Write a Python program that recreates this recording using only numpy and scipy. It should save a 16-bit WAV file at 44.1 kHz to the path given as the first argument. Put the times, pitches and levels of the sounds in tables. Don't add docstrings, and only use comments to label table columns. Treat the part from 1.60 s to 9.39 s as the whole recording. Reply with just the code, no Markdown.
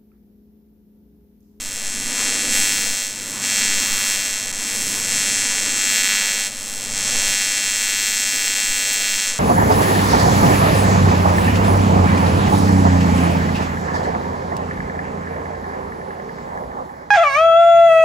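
import sys
import numpy as np
from scipy import signal
from scipy.fft import rfft, irfft, next_fast_len
from scipy.io import wavfile
from scipy.ndimage import uniform_filter1d

SR = 44100
rng = np.random.default_rng(int(sys.argv[2]) if len(sys.argv) > 2 else 0)


def amplitude_ratio(level_db):
    exponent = np.asarray(level_db, float) / 20
    return 10 ** exponent


def bounce(signal):
    frames = np.transpose(np.atleast_2d(signal))
    limited = np.clip(frames, -1, 1)
    pcm = np.round(limited * 32767).astype(np.int16)
    wavfile.write(sys.argv[1], SR, pcm)


N = 343539

# t/s, level/dB
WIND_LEVEL = [(0.0, -34.5), (0.39, -31), (0.82, -36), (0.89, -28.5), (1.93, -48), (2.08, -28.5),
              (4.58, -41), (5.68, -22), (5.79, -43), (5.95, -35), (7.03, -38.5), (7.12, -21), (7.27, -48),
              (7.4, -34), (7.72, -32), (7.79, -46)]
# f/Hz, level/dB
YARD_SPECTRUM = [(18, -28), (30, -18), (59, -17), (164, -12.5), (249, -3), (389, -16), (479, -9),
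                 (709, -14.5), (1970, -16.5), (4660, -24), (7650, -36), (9940, -25), (15500, -56)]
# t/s, level/dB
YARD_COURSE = [(0.0, -40.5), (0.91, -32.5), (1.45, -41), (1.84, -34.5), (2.75, -39), (3.36, -33),
               (5.05, -40.5), (5.51, -34), (6.25, -41), (7.79, -41.5)]
# f/Hz, level/dB
HUM_TONES = [(107.7, -51), (209.9, -49.5)]
# t/s, level/dB
ARC_LEVEL = [(0, -28.5), (.54, -23.5), (.6, -20.5), (.89, -21.5), (.95, -17), (1.43, -22.5), (1.54, -29),
             (1.8, -26.5), (1.84, -21), (1.99, -17.5), (2.3, -20.5), (2.54, -19.5), (2.95, -25.5),
             (3.14, -22.5), (3.43, -22.5), (3.58, -19), (4.12, -21), (4.36, -18), (4.87, -22.5), (4.9, -30),
             (5.32, -25), (5.37, -21.5), (5.68, -18), (5.9, -20), (7.68, -20.5), (7.76, -26)]
# f/Hz, level/dB
FIRST_CRACK = [(300, -46.0), (600, -29.5), (1000, -30.0), (1800, -16.5), (3000, -7.5), (4600, -2.0),
               (6000, 0.0), (7500, -1.5), (9000, -4.0), (10200, -21.0), (12000, -31.0), (14000, -29.5),
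               (15700, -35.0)]
SECOND_CRACK = [(300, -46.0), (600, -31.0), (1000, -22.5), (1800, -10.0), (3000, -6.5), (4600, -6.0),
                (6000, -2.5), (7500, -5.0), (9000, -6.0), (10200, -30.0), (12000, -33.5), (14000, -30.0),
                (15700, -37.0)]
# f/Hz, level/dB
HOUSING_LIFT = [(1000, -2), (1700, 1.5), (2700, 0), (5000, 0.5), (9000, 1), (10000, 4), (11500, 4),
                (12800, 15.5), (14200, 9), (15700, 6.5)]
# t/s, low level/dB, treble level/dB, topmost level/dB
CRACK_BALANCE = [(0, -0.5, 7, 2), (.45, -1, 7, -2), (.75, 0, 4, -7), (1.2, 0, 1, 3), (1.45, 0, 0, 1),
                 (1.7, -1, 7, 2), (2, 0.5, -3, -2), (2.3, 0.5, -2, 2), (2.8, 0, 1, -1), (3.3, -1.5, 7.5, 3),
                 (3.6, -0.5, 2, -6), (4.2, 0, -3, -3), (4.5, 3, -4, 3), (5.1, -0.5, 6, 4),
                 (5.45, -0.5, 0, -4), (6, 1, -1, 1.5), (7.5, 2, -2.5, 3), (7.79, 0, -2, -3)]
# t/s, treble lift level/dB, length/s
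BRIGHT_FLARES = [(7.335, 8, 0.011)]
RUN_STUMBLES = [2.56996, 2.8081, 2.87082, 2.92783, 3.40786, 3.47016, 3.52815, 4.01021, 4.3679, 4.43079,
                4.48788, 5.26996, 5.32782, 6.64996, 6.88785, 6.95032]
# delay/ms, signed gain/1
NEAR_ECHOES = [(0.156, -0.43), (0.227, -0.79), (0.315, -0.45), (0.445, 0.16), (0.522, 0.33), (0.649, 0.17),
               (0.709, -0.12), (0.765, 0.13), (0.918, 0.19), (1.035, -0.14), (1.207, 0.14), (1.264, -0.1),
               (1.369, -0.1), (1.457, 0.11), (1.599, 0.12), (1.738, -0.08), (1.834, 0.13), (1.91, 0.14),
               (2.163, 0.19), (2.268, -0.06), (2.389, -0.17), (2.554, 0.12), (2.707, 0.09), (2.769, -0.07),
               (2.911, 0.05), (3.107, 0.08), (3.455, 0.13), (3.591, -0.12), (3.812, -0.12), (4.28, -0.1),
               (4.816, -0.15), (4.921, -0.1), (5.02, -0.23), (5.105, -0.18), (5.261, 0.1), (5.553, -0.07)]
# f/Hz, width/Hz, level/dB
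HULL_MODES = [(494, 22, -12.5), (597, 8.9, 9.5), (796, 116, -2), (1535, 18, -0.5)]

CYCLE_S, SWING_S, RESET_S = .0099843, .00401, .0071
CLOCK_S, FIRST_RUN_S, EARLY_S, LATE_S = .06, -.0122, 0, .0021
LOW_DB, SLIP_S, PULL_S, STRAY_S, STRAY_SHARE = -22, .00048, .002, .0004, .5

T = np.arange(N) / SR
SIZE = next_fast_len(N + SR // 4)
HZ = np.arange(SIZE // 2 + 1) * SR / SIZE


def unit(x):
    return x / np.sqrt(np.mean(x ** 2))


def curve(table, column=1):
    rows = np.array(table)
    return np.interp(T, rows[:, 0], rows[:, column])


def swing(table, column=1):
    course = curve(table, column)
    return course - course.mean()


def colour_db(points, hz):
    rows = np.array(points)
    return np.interp(np.log(hz + 1), np.log(rows[:, 0]), rows[:, 1])


def walk(rate):
    hold = int(SR / rate)
    steps = np.repeat(rng.standard_normal(N // hold + 1), hold)
    slewed = uniform_filter1d(uniform_filter1d(steps, hold), hold)
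    return 1.35 * slewed[:N]


def noise(gain):
    white = rfft(rng.standard_normal(SIZE))
    return unit(irfft(white * gain, SIZE)[:N])


def wind():
    rise = (HZ / 1.5) / (1 + HZ / 1.3)
    fall = 1 + (HZ / 5.2) ** 2.37
    return amplitude_ratio(curve(WIND_LEVEL)) * noise(rise / fall)


def far_yard():
    bands = 0
    for hz in 40 * 2. ** np.arange(9):
        octaves_off = np.clip(np.log2((HZ + 1) / hz), -1, 1)
        band = amplitude_ratio(colour_db(YARD_SPECTRUM, HZ)) * np.cos(np.pi / 2 * octaves_off)
        bands = bands + amplitude_ratio(1.87 * walk(6)) * np.sqrt(np.mean(band ** 2)) * noise(band)
    return amplitude_ratio(curve(YARD_COURSE)) * unit(bands)


def machine_hum():
    hum = 0
    for hz, db in HUM_TONES:
        level = amplitude_ratio(db + 2. * walk(4.4))
        pitch = hz * (1 + 0.00542 * walk(4))
        hum = hum + level * np.sin(2 * np.pi * np.cumsum(pitch) / SR)
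    return amplitude_ratio(swing(YARD_COURSE)) * hum


def causal(points, size=1024):
    grid_hz = np.arange(size // 2 + 1) * SR / size
    cepstrum = irfft(np.log(amplitude_ratio(colour_db(points, grid_hz))))
    folded = np.r_[cepstrum[0], 2 * cepstrum[1:size // 2], np.zeros(size // 2)]
    response = irfft(np.exp(rfft(folded)))[:size // 4]
    return rfft(response, SIZE) * np.exp(2j * np.pi * HZ * .0001)


def clicks(times, gains):
    at = (times + .1) * SR
    taps = np.floor(at)[:, None] + np.arange(-7, 9)
    off = taps - at[:, None]
    weights = gains[:, None] * np.sinc(off) * np.cos(np.pi * off / 16) ** 2
    x = np.bincount(taps.astype(int).ravel(), weights.ravel(), SIZE)
    return rfft(x) * np.exp(2j * np.pi * HZ * .1)


def runs():
    ticks = FIRST_RUN_S + CLOCK_S * np.arange(int(N / SR / CLOCK_S) + 2)
    low = np.interp(ticks, T, curve(ARC_LEVEL)) < LOW_DB
    strays = rng.random(len(ticks)) < STRAY_SHARE
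    stray = rng.standard_normal(len(ticks)) * STRAY_S * strays
    jumps = {round((s - FIRST_RUN_S) / CLOCK_S): s for s in RUN_STUMBLES}
    late, starts = SLIP_S / 2, []
    for k, tick in enumerate(ticks):
        if k in jumps:
            late = jumps[k] - tick
        elif low[k]:
            late = late + SLIP_S - PULL_S * (late + SLIP_S > LATE_S)
        else:
            late = np.clip(late + stray[k], EARLY_S, LATE_S)
        starts.append(tick + late)
    return np.array(starts)


def reversals():
    starts = runs()
    first = starts[:, None] + CYCLE_S * np.arange(6)
    second = first + SWING_S
    second[:-1, -1] = np.minimum(starts[1:] - RESET_S, second[:-1, -1])
    gap = second - first
    return first[gap > .00004], second[gap > .0002]


def crack_spectra(below, housing, scatter_db=1.0):
    bands = below[1] - below[0], below[0], below[2] - below[1], 1 - below[2]
    flare = sum(db * np.exp(-((T - s) / length) ** 2) for s, db, length in BRIGHT_FLARES)
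    treble_db = curve(CRACK_BALANCE, column=2) + flare
    topmost_db = curve(CRACK_BALANCE, column=3) + flare
    bands_db = 0 * T, curve(CRACK_BALANCE), treble_db, topmost_db
    back_db = 0.28 * swing(ARC_LEVEL) + 0.99 * walk(2.024)
    back_treble_db = -3 + 1.2 * swing(ARC_LEVEL)
    first, second = reversals()
    kinds = (first, FIRST_CRACK, 0 * T, 0 * T), (second, SECOND_CRACK, back_db, back_treble_db)
    cracks, strikes = 0, 0
    for times, colour, extra, sheen in kinds:
        shape = housing * causal(colour)
        chances = rng.standard_normal((len(bands), len(times)))
        for band, db, treble, chance in zip(bands, bands_db, (0, 0, 1, 1), chances):
            level = np.interp(times, T, db + extra + treble * sheen) + scatter_db * chance
            cracks = cracks + band * shape * clicks(times, amplitude_ratio(level))
        strikes = strikes + clicks(times, amplitude_ratio(np.interp(times, T, extra)))
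    return cracks, strikes


def plasma_fizz(strikes, below, housing, fizz_db=-19, settle_s=.003):
    lag = np.arange(SR // 8) / SR
    gate = irfft(strikes * rfft(np.exp(-lag / settle_s), SIZE), SIZE)[:N]
    bright = amplitude_ratio(colour_db(FIRST_CRACK, HZ)) * housing * (1 + amplitude_ratio(8.0) * (1 - below[1]))
    return rfft(amplitude_ratio(fizz_db) * unit(gate * noise(bright)), SIZE)


def yard_echoes(tail_db=-16, tail_t60=0.075):
    lag = np.arange(SR // 8) / SR
    early = 1 + sum(gain * np.exp(-2j * np.pi * HZ * ms / 1000) for ms, gain in NEAR_ECHOES)
    tail = rng.standard_normal(len(lag)) * amplitude_ratio(-60 * lag / tail_t60) * (lag > .0055)
    return early + amplitude_ratio(tail_db) * rfft(tail / np.sqrt(np.sum(tail ** 2)), SIZE)


def hull_ring(strikes, hull_db=-26):
    modes = sum(amplitude_ratio(db) / (1 + 2j * (HZ - hz) / width) for hz, width, db in HULL_MODES)
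    return amplitude_ratio(hull_db) * unit(irfft(strikes * modes, SIZE)[:N])


def arc():
    below = [1 / (1 + (HZ / hz) ** 16) for hz in (4800, 9800, 12300)]
    housing = amplitude_ratio(colour_db(HOUSING_LIFT, HZ))
    cracks, strikes = crack_spectra(below, housing)
    fizz = plasma_fizz(strikes, below, housing)
    echoes = yard_echoes()
    crack_sound = unit(irfft(cracks * echoes, SIZE)[:N])
    fizz_sound = irfft(fizz * echoes, SIZE)[:N]
    return amplitude_ratio(curve(ARC_LEVEL)) * (crack_sound + fizz_sound + hull_ring(strikes))


def wander(x, low_db=.4, high_db=1.5):
    spectrum, out = rfft(x, SIZE), 0
    for khz in range(18):
        band = np.cos(np.pi / 2 * np.clip(HZ / 1000 - khz, -1, 1)) ** 2
        depth_db = high_db if khz > 9 else low_db
        out = out + amplitude_ratio(depth_db * walk(6)) * irfft(spectrum * band, SIZE)[:N]
    return out


def scene():
    far = far_yard() + machine_hum()
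    near = wander(arc())
    flicker = np.clip(walk(20) - 1.1, 0, 1)
    side = flicker * (amplitude_ratio(-16) * np.roll(near, SR // 100) + amplitude_ratio(-9) * np.roll(far, SR))
    return near + far + wind() + side * np.array([[1], [-1]])


def band_limit(x):
    return signal.sosfilt(signal.butter(12, 16180, fs=SR, output="sos"), x)


def record(dry):
    rounded = dry / (1 + np.abs(dry / 1.05) ** 4) ** .25
    top_cut = signal.ellip(10, .2, 90, 15800, fs=SR, output="sos")
    mix = signal.sosfilt(top_cut, rounded)
    return band_limit(mix)


dry = scene()
out = record(dry)
bounce(out)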